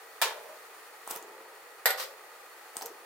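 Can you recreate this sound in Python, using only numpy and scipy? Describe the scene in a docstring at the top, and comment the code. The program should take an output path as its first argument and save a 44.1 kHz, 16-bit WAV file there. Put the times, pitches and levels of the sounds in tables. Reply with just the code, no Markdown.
"""A gas burner hisses throughout; a hard knock, most likely an emptied bowl put down, rings the kitchen.
Chopped vegetables then fall into a steel pot of stock: wet cracks, damped sines, spray and trapped bubbles.
A bright clack and a short slide across the counter come before a second bowlful.
The bowls are clicks and scuffs through resonances, the burner and spray are coloured noise and grains,
and the simmer is random bursts ringing the pot; a decaying-noise response gives the room."""
import sys
import numpy as np
from scipy import signal
from scipy.fft import rfft, irfft, next_fast_len
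from scipy.io import wavfile
from scipy.ndimage import uniform_filter1d

SR = 44100
rng = np.random.default_rng(int(sys.argv[2]) if len(sys.argv) > 2 else 0)


def generate_wav(sig):
    """Save sig (samples, or channels by samples) to the path in sys.argv[1] as 16-bit PCM at SR."""
    pcm = np.round(np.clip(np.atleast_2d(sig).T, -1, 1) * 32767).astype(np.int16)
    wavfile.write(sys.argv[1], SR, pcm)


N = 134505
T = np.arange(N) / SR  # time in seconds

# Pieces striking the stock. Each row: start in seconds, bright slap level in dB, slap pitch in Hz,
# dull thud level in dB, thud pitch in Hz.
PIECE_IMPACTS = [(1.0762, -26.5, 9200, -26, 980), (1.0882, -43, 13000, -46, 1300),
                 (1.0992, -32, 7950, -42, 1150), (1.1052, -34, 7550, -35, 880),
                 (1.1091, -21, 11100, -29, 930), (1.1116, -20.5, 8500, -35, 900),
                 (1.1136, -28, 12200, -41, 850), (1.155, -32, 9100, -37.5, 740),
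                 (1.1612, -24, 12500, -55, 830), (1.172, -33, 6800, -34, 1200),
                 (1.226, -34.5, 7100, -67, 730), (2.7567, -43, 8000, -33.5, 766),
                 (2.7682, -18, 8300, -41, 1200), (2.7897, -38, 11200, -38, 890),
                 (2.8114, -34, 4440, -29.5, 850), (2.8215, -29, 5240, -35, 775),
                 (2.8255, -28.5, 6000, -36, 950), (2.8576, -29, 6830, -48, 470),
                 (2.8607, -23.5, 12600, -54, 800), (2.868, -35, 6070, -55, 900)]
SLAP_CYCLES, THUD_CYCLES = 28, 9.2  # cycles to fall by 60 dB
SLAP_RING_GAIN, CRACK_DB = 0.97, -8.5  # both relative to the slap level
CRACK_T60_S, CRACK_ATTACK_S, THUD_BASS_CUT_HZ = 0.0092, 0.00026, 360
# Colour of the wet crack. Each row: frequency in Hz, level in dB.
CRACK_SPECTRUM = [(60, -28), (300, 8), (900, -14.5), (2000, -17), (3200, -12), (5000, 0.5), (9000, 3),
                  (15000, -2)]

# Swells of spray. 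Each row: time of the height in seconds, level in dB, 60 dB rise and fall in seconds.
SPRAY_SWELLS = [(1.113, -37, 0.17, 0.13), (1.163, -43, .14, 0.13), (2.772, -45.5, 0.11, 0.15),
                (2.825, -39.5, 0.076, 0.059), (2.866, -48, 0.025, 0.06)]
# Colour of the spray. Each row: frequency in Hz, level in dB.
SPRAY_SPECTRUM = [(60, -39), (300, -24), (900, 9.5), (2000, 3.5), (3200, 1.5), (5000, -5), (9000, -4.5),
                  (15000, 3)]
DROPLETS_PER_S, DROPLET_SPREAD_DB, DROPLET_PAN_SPREAD = 4500, 2.5, 0.8

# Large trapped bubbles. Each row: start in seconds, starting pitch in Hz, level in dB, T60 in seconds.
LARGE_BUBBLES = [(1.12, 860, -41, 0.15), (1.165, 443, -41.5, 0.098), (1.185, 720, -62, .2),
                 (1.222, 355, -49, 0.17), (2.828, 900, -43, 0.12), (2.846, 466, -41.5, 0.22),
                 (2.905, 408, -45.5, 0.076)]
MEAN_PITCH_RISE_PER_S, GULP_ATTACK_S = 0.055, 0.0013  # rise of the pitch averaged since the start
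# The stock sloshes and settles. Each row: start in seconds, level in dB, T60 in seconds.
SLOSH_DECAYS = [(1.122, -49.5, 2.06), (2.821, -51.5, 0.9)]
BUBBLES_PER_S, BUBBLE_CYCLES, BUBBLE_LOW_HZ, BUBBLE_HIGH_HZ = 410, 47, 353.6, 1034

# Contacts of the first bowl (dull knock), the second (bright clack and bounce) and the slide with a bump.
# Each row: start in seconds, click level in dB, scuff level in dB, scuff T60 in seconds;
# levels are those of the force, before the colouring below.
KNOCK_CONTACTS = [(.2157, 7.5, -22.5, 0.03), (.2203, 5.5, -23.5, 0.28)]
CLACK_CONTACTS = [(1.8574, 9, -20.5, 0.033), (1.8607, 0, -29, 0.3), (1.9042, -3.5, -28.5, 0.08)]
SLIDE_CONTACTS = [(1.975, -32, -36.5, 0.37), (1.983, -33, -39.5, 0.27), (1.9987, -5, -34, 0.21),
                  (2.024, -28, -38.5, 0.12)]
# Overall colour of each contact as heard, a steep bass cut included.
# Each row: frequency in Hz, level in dB.
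KNOCK_SPECTRUM = [(60, -33), (220, -31.5), (310, -14.5), (450, 0), (700, 2), (1200, 1.5), (1900, 0),
                  (3000, 1.5), (5000, -1), (7000, -4.5), (11000, -6), (15500, -6.5)]
CLACK_SPECTRUM = [(60, -16), (220, -27), (310, -20.5), (440, 5.5), (900, 1), (1900, 6), (2700, -3),
                  (4300, 2.5), (6200, -8), (9500, -4.5), (11200, -18.5), (13000, -3.5), (15500, -31)]
SLIDE_SPECTRUM = [(60, -32), (220, -56), (420, -7), (1100, 0.5), (2000, 0), (3000, -1.5), (5000, 1),
                  (7000, -6.5), (9000, -4.5), (11500, -12), (13500, -4.5), (15500, -14)]
# Resonances of each contact. Each row: frequency in Hz, width in Hz, level in dB before this colouring.
KNOCK_RESONANCES = [(520, 45, 5.5), (926, 240, 1.5), (1375, 81, -1), (1740, 65, 3), (2380, 87, -2),
                    (3640, 260, -6.5), (4000, 150, -9), (8700, 110, -10)]
CLACK_RESONANCES = [(509, 31, 3.5), (770, 12, 12), (921, 12, 12), (1454, 31, 7.5), (1883, 40, 2.5),
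                    (1960, 52, 5), (2260, 35, -10), (3940, 40, -9), (4200, 70, -25), (7750, 120, 9),
                    (12300, 70, 2), (12640, 310, 17), (14000, 160, 16)]
SLIDE_RESONANCES = [(1180, 120, -2.4), (1920, 50, -2.2), (13800, 500, 0), (15100, 250, 2)]
KNOCK_DIRECT_GAIN, CLACK_DIRECT_GAIN, SLIDE_DIRECT_GAIN = 0.15, 0.43, 0.35
RIGHT_LAG_S = 0.000085  # rounded to whole samples
THUMP_DB, THUMP_HZ, THUMP_CYCLES = -58, 129, 3.3  # the counter under a 0 dB click

# Low wobble after the knock. Each row: time of the height in seconds, level in dB,
# 60 dB rise and fall in seconds.
WOBBLE_SWELLS = [(.39, -47.5, 1, 0.46), (.5, -50, 0.24, 0.62)]
# Resonances of the wobble. Each row: frequency in Hz, width in Hz, level in dB.
WOBBLE_RESONANCES = [(500, 13, -29), (590, 13, 17), (626, 17, 15), (970, 88, 4)]

# Resonances of the pot's hollow. Each row: frequency in Hz, width in Hz, level in dB.
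POT_RESONANCES = [(468, 17.3, 4.5), (856, 35, 1.5), (1220, 230, -2), (1910, 53, -0.5)]
SIMMER_PER_S, SIMMER_DB = 110, -64.5

# Colour of the flame. Each row: frequency in Hz, relative level in dB per Hz.
FLAME_SPECTRUM = [(30, -47), (80, -36), (130, -18.5), (190, -29.5), (260, -21), (340, -5.5), (450, 1),
                  (650, -4), (1100, -4), (1900, -2.5), (2300, -7.5), (3200, -12), (6000, -16),
                  (10000, -15.5), (12000, -20.5), (14000, -12.5), (16000, -19)]
# Resonances of the flame. Each row: frequency in Hz, width in Hz, level in dB.
FLAME_RESONANCES = [(469, 48, -5), (820, 150, -0.5), (1227, 94, 3.5), (1806, 20, -1), (1934, 32, -1),
                    (2472, 35, 3), (4395, 58, 6), (7070, 180, -6.5), (9500, 270, -2)]
# Wavering of the burner's treble. Each row: time in seconds, boost in dB.
HISS_BOOST = [(0, 2), (.45, 3.5), (.6, 3), (1, 2), (1.3, 0.5), (1.8, 1), (2.3, 1.5), (2.7, 2), (3.05, 1)]
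FLAME_DB, FLICKER_RMS_DB, FLICKER_BELOW_HZ, HISS_ABOVE_HZ = -51, 0.47, 24.3, 2500

# Likeness of left and right in diffuse sound. Each row: frequency in Hz, correlation (no unit).
STEREO_CORRELATION = [(100, 0.6), (450, 0.86), (1000, 0.73), (2000, 0.29), (4000, 0.067), (8000, 0.12),
                      (15000, 0.21)]
# Reverberation of the kitchen. Each row: frequency in Hz, tail T60 in seconds.
ROOM_DECAY = [(100, 0.067), (400, 1), (900, 0.42), (2000, 0.35), (5000, 0.26), (9000, 0.16), (15000, 0.067)]
EARLY_T60_S, EARLY_GAIN, POT_ROOM_DB, ROOM_EVEN_HZ = 0.044, 0.3, -3.5, 110
BASS_CUT_HZ, TOP_CUT_HZ = 120, 15800


def pieces():
    """Impact on a liquid: each piece gives a wet crack of noise, a tiny ring and a dull thud."""
    rings, thuds, cracks = 0, 0, 0
    for s, slap_db, slap_hz, thud_db, thud_hz in PIECE_IMPACTS:
        rings = rings + from_db(slap_db) * ping(s, slap_hz, SLAP_CYCLES)
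        thuds = thuds + from_db(thud_db) * ping(s, thud_hz, THUD_CYCLES)
        crack_envelope = decay(s, CRACK_T60_S) - decay(s, CRACK_ATTACK_S)
        cracks = cracks + from_db(slap_db + CRACK_DB) * crack_envelope
    thuds = butterworth(thuds, 2, THUD_BASS_CUT_HZ, "high")
    # one noise shared by both sides, plus diffuse noise
    noise = rng.standard_normal(N) + diffuse_noise(N)
    return SLAP_RING_GAIN * rings + thuds + cracks * rms_one(colour(noise, CRACK_SPECTRUM))


def spray():
    """Random superposition: fine droplets patter all over the pot, each louder on one side or the other."""
    pan = DROPLET_PAN_SPREAD * rng.standard_normal(N) * [[1], [-1]]
    droplets = grains(DROPLETS_PER_S, DROPLET_SPREAD_DB) * (1 + pan)
    return swells(SPRAY_SWELLS) * rms_one(colour(droplets, SPRAY_SPECTRUM))


def bubbles():
    """Bubble resonance: a few large ones ring and rise in pitch; small ones follow as the stock settles."""
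    large = 0
    for s, hz, db, t60 in LARGE_BUBBLES:
        age = np.maximum(T - s, 0)
        envelope = decay(s, t60) * (1 - np.exp(-age / GULP_ATTACK_S))
        cycles = hz * age * (1 + MEAN_PITCH_RISE_PER_S * age)
        large = large + from_db(db) * envelope * np.sin(2 * np.pi * cycles)
    pitches = np.geomspace(BUBBLE_LOW_HZ, BUBBLE_HIGH_HZ, 14)
    small = 0
    for hz in pitches:
        starts = grains(BUBBLES_PER_S / len(pitches), 2.5)
        small = small + resonate(starts, [(hz, 2 * hz / BUBBLE_CYCLES, 0)]) / hz
    settling = sum(from_db(db) * decay(s, t60) for s, db, t60 in SLOSH_DECAYS)
    return large + rms_one(small) * settling


def bowl(contacts, spectrum, modes, direct_gain):
    """Forced resonance: clicks and dying scuffs ring the bowl and thump the counter; left hears clicks first."""
    clicks, scuffs, thumps = np.zeros(N), 0, 0
    for s, click_db, scuff_db, t60 in contacts:
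        clicks[int(s * SR)] += from_db(click_db)
        scuffs = scuffs + from_db(scuff_db) * decay(s, t60)
        thumps = thumps + from_db(click_db + THUMP_DB) * ping(s, THUMP_HZ, THUMP_CYCLES)
    direct = np.array([clicks, np.roll(clicks, round(RIGHT_LAG_S * SR))])
    force = direct_gain * direct + convolve(clicks, kitchen()) + scuffs * diffuse_noise(N)
    return colour(force + resonate(force, modes), spectrum) + thumps


def wobble():
    """Narrow-band resonance: swelling noise makes a faint hollow murmur after the knock."""
    return swells(WOBBLE_SWELLS) * rms_one(resonate(diffuse_noise(N), WOBBLE_RESONANCES))


def simmer():
    """Impulse excitation: small bubbles burst in the stock all the while and ring the hollow of the pot."""
    rate = SIMMER_PER_S / len(POT_RESONANCES)
    bursts = sum(resonate(grains(rate, 0.67), [mode]) for mode in POT_RESONANCES)
    return from_db(SIMMER_DB) * rms_one(bursts)


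def burner():
    """Broad-band flow noise: the gas flame rushes under the pot, flickers slightly and wavers in its hiss."""
    gas = diffuse_noise(N)
    rush = rms_one(colour(gas + resonate(gas, FLAME_RESONANCES), FLAME_SPECTRUM))
    flicker = rms_one(butterworth(rng.standard_normal(N), 2, FLICKER_BELOW_HZ, "low"))
    hiss = butterworth(rush, 1, HISS_ABOVE_HZ, "high")
    hiss_gain = from_db(np.interp(T, *np.transpose(HISS_BOOST)))
    level = from_db(FLAME_DB + FLICKER_RMS_DB * flicker)
    return level * (rush + hiss * (hiss_gain - 1))


def kitchen(size=32768):
    """Reverberation: dense early reflections and a tail with its own decay in each band, even in colour."""
    noise, hz, t = rfft(diffuse_noise(size)), np.fft.rfftfreq(size, 1 / SR), T[:size]
    centres = [f for f, _ in ROOM_DECAY]
    response = 0
    for share, (_, t60) in zip(np.eye(len(centres)), ROOM_DECAY):
        tail = np.exp(-np.log(1000) * t / t60)
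        early = EARLY_GAIN * np.exp(-np.log(1000) * t / EARLY_T60_S)
        envelope = tail + early
        band = irfft(noise * np.interp(hz, centres, share))
        response = response + band * envelope / np.linalg.norm(envelope)
    spectrum = rfft(response, 2 * size)
    # divide by the twice-smoothed spectrum to even out the colour
    width = int(ROOM_EVEN_HZ * 2 * size / SR)
    power = uniform_filter1d(np.abs(spectrum) ** 2, width, axis=1)
    power = uniform_filter1d(power, width, axis=1)
    return irfft(spectrum / np.sqrt(power))[:, :size]


def diffuse_noise(size):
    """Diffuse field: white stereo noise whose left-right correlation depends on frequency."""
    mid, side = rfft(rng.standard_normal((2, next_fast_len(size, True))))
    alike = np.clip(at_hz(STEREO_CORRELATION, np.linspace(0, SR / 2, len(mid))), -.99, .99)
    common = np.sqrt((1 + alike) / 2) * mid
    opposed = np.sqrt((1 - alike) / 2) * side * [[1], [-1]]
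    return irfft(common + opposed)[:, :size]


def grains(per_s, spread_db):
    """Random point process: clicks of uneven size and either sign."""
    happens = rng.random(N) < per_s / SR
    size_db = spread_db * np.minimum(rng.exponential(1, N), 4)
    return happens * from_db(size_db) * rng.choice([-1, 1], N)


def ping(s, hz, cycles):
    """Damped oscillation: a sine that falls by 60 dB in so many cycles."""
    return decay(s, cycles / hz) * np.sin(2 * np.pi * hz * (T - s))


def decay(start, t60):
    """Exponential decay: an envelope that jumps to 1 and falls by 60 dB in t60 seconds."""
    return (T >= start) * np.exp(-np.log(1000) * np.clip((T - start) / t60, 0, 10))


def swells(rows):
    """Exponential growth and decay: swells that rise to a height and fall again."""
    envelope = 0
    for s, db, rise, fall in rows:
        distance = np.minimum(np.maximum((s - T) / rise, (T - s) / fall), 10)
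        envelope = envelope + from_db(db) * np.exp(-np.log(1000) * distance)
    return envelope


def resonate(x, modes):
    """Modal superposition: parallel two-pole resonances, wider ones dying sooner."""
    out = 0
    for hz, width, db in modes:
        r = np.exp(-np.pi * width / SR)
        poles = [1, -2 * r * np.cos(2 * np.pi * hz / SR), r * r]
        gain = from_db(db) * (1 - r * r) / 2
        out = out + gain * signal.lfilter([1, 0, -1], poles, x + 1e-18)
    return out


def colour(x, spectrum, size=4096):
    """Minimum phase: a causal filter built from the given spectrum by folding its cepstrum."""
    level_db = at_hz(spectrum, np.fft.rfftfreq(size, 1 / SR))
    cepstrum = irfft(np.log(from_db(level_db)))
    cepstrum[1:size // 2] *= 2
    cepstrum[size // 2 + 1:] = 0
    return convolve(x, irfft(np.exp(rfft(cepstrum))))


def convolve(x, response):
    """Linear superposition: play a sound through a response, channel by channel."""
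    return signal.fftconvolve(np.atleast_2d(x), np.atleast_2d(response), axes=1)[:, :N]


def butterworth(x, order, hz, kind):
    """Frequency selection: a maximally flat high-pass or low-pass filter."""
    return signal.sosfilt(signal.butter(order, hz, kind, fs=SR, output="sos"), x)


def at_hz(points, hz):
    """Logarithmic pitch: read a table on a log-frequency axis."""
    f, v = np.transpose(points)
    return np.interp(np.log(np.maximum(hz, 1)), np.log(f), v)


def from_db(db):
    """Logarithmic level: decibels to amplitude gain."""
    return 10 ** (np.asarray(db) / 20)


def rms_one(x):
    """Mean power: scale to unit rms."""
    return x / np.sqrt(np.mean(x ** 2) + 1e-20)


def scene():
    """Superposition of sources: the pot close by, the bowls further off, the burner throughout."""
    pot = pieces() + spray() + bubbles() + simmer()
    knock = bowl(KNOCK_CONTACTS, KNOCK_SPECTRUM, KNOCK_RESONANCES, KNOCK_DIRECT_GAIN)
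    clack = bowl(CLACK_CONTACTS, CLACK_SPECTRUM, CLACK_RESONANCES, CLACK_DIRECT_GAIN)
    slide = bowl(SLIDE_CONTACTS, SLIDE_SPECTRUM, SLIDE_RESONANCES, SLIDE_DIRECT_GAIN)
    pot_in_room = pot + from_db(POT_ROOM_DB) * convolve(pot, kitchen())
    return pot_in_room + knock + clack + slide + wobble() + burner()


def record(dry):
    """Band limiting: the microphone thins the bass; a steep filter cuts the top."""
    thin = butterworth(dry, 1, BASS_CUT_HZ, "high")
    return signal.sosfilt(signal.ellip(10, .2, 75, TOP_CUT_HZ, fs=SR, output="sos"), thin)


dry = scene()
out = record(dry)
generate_wav(out)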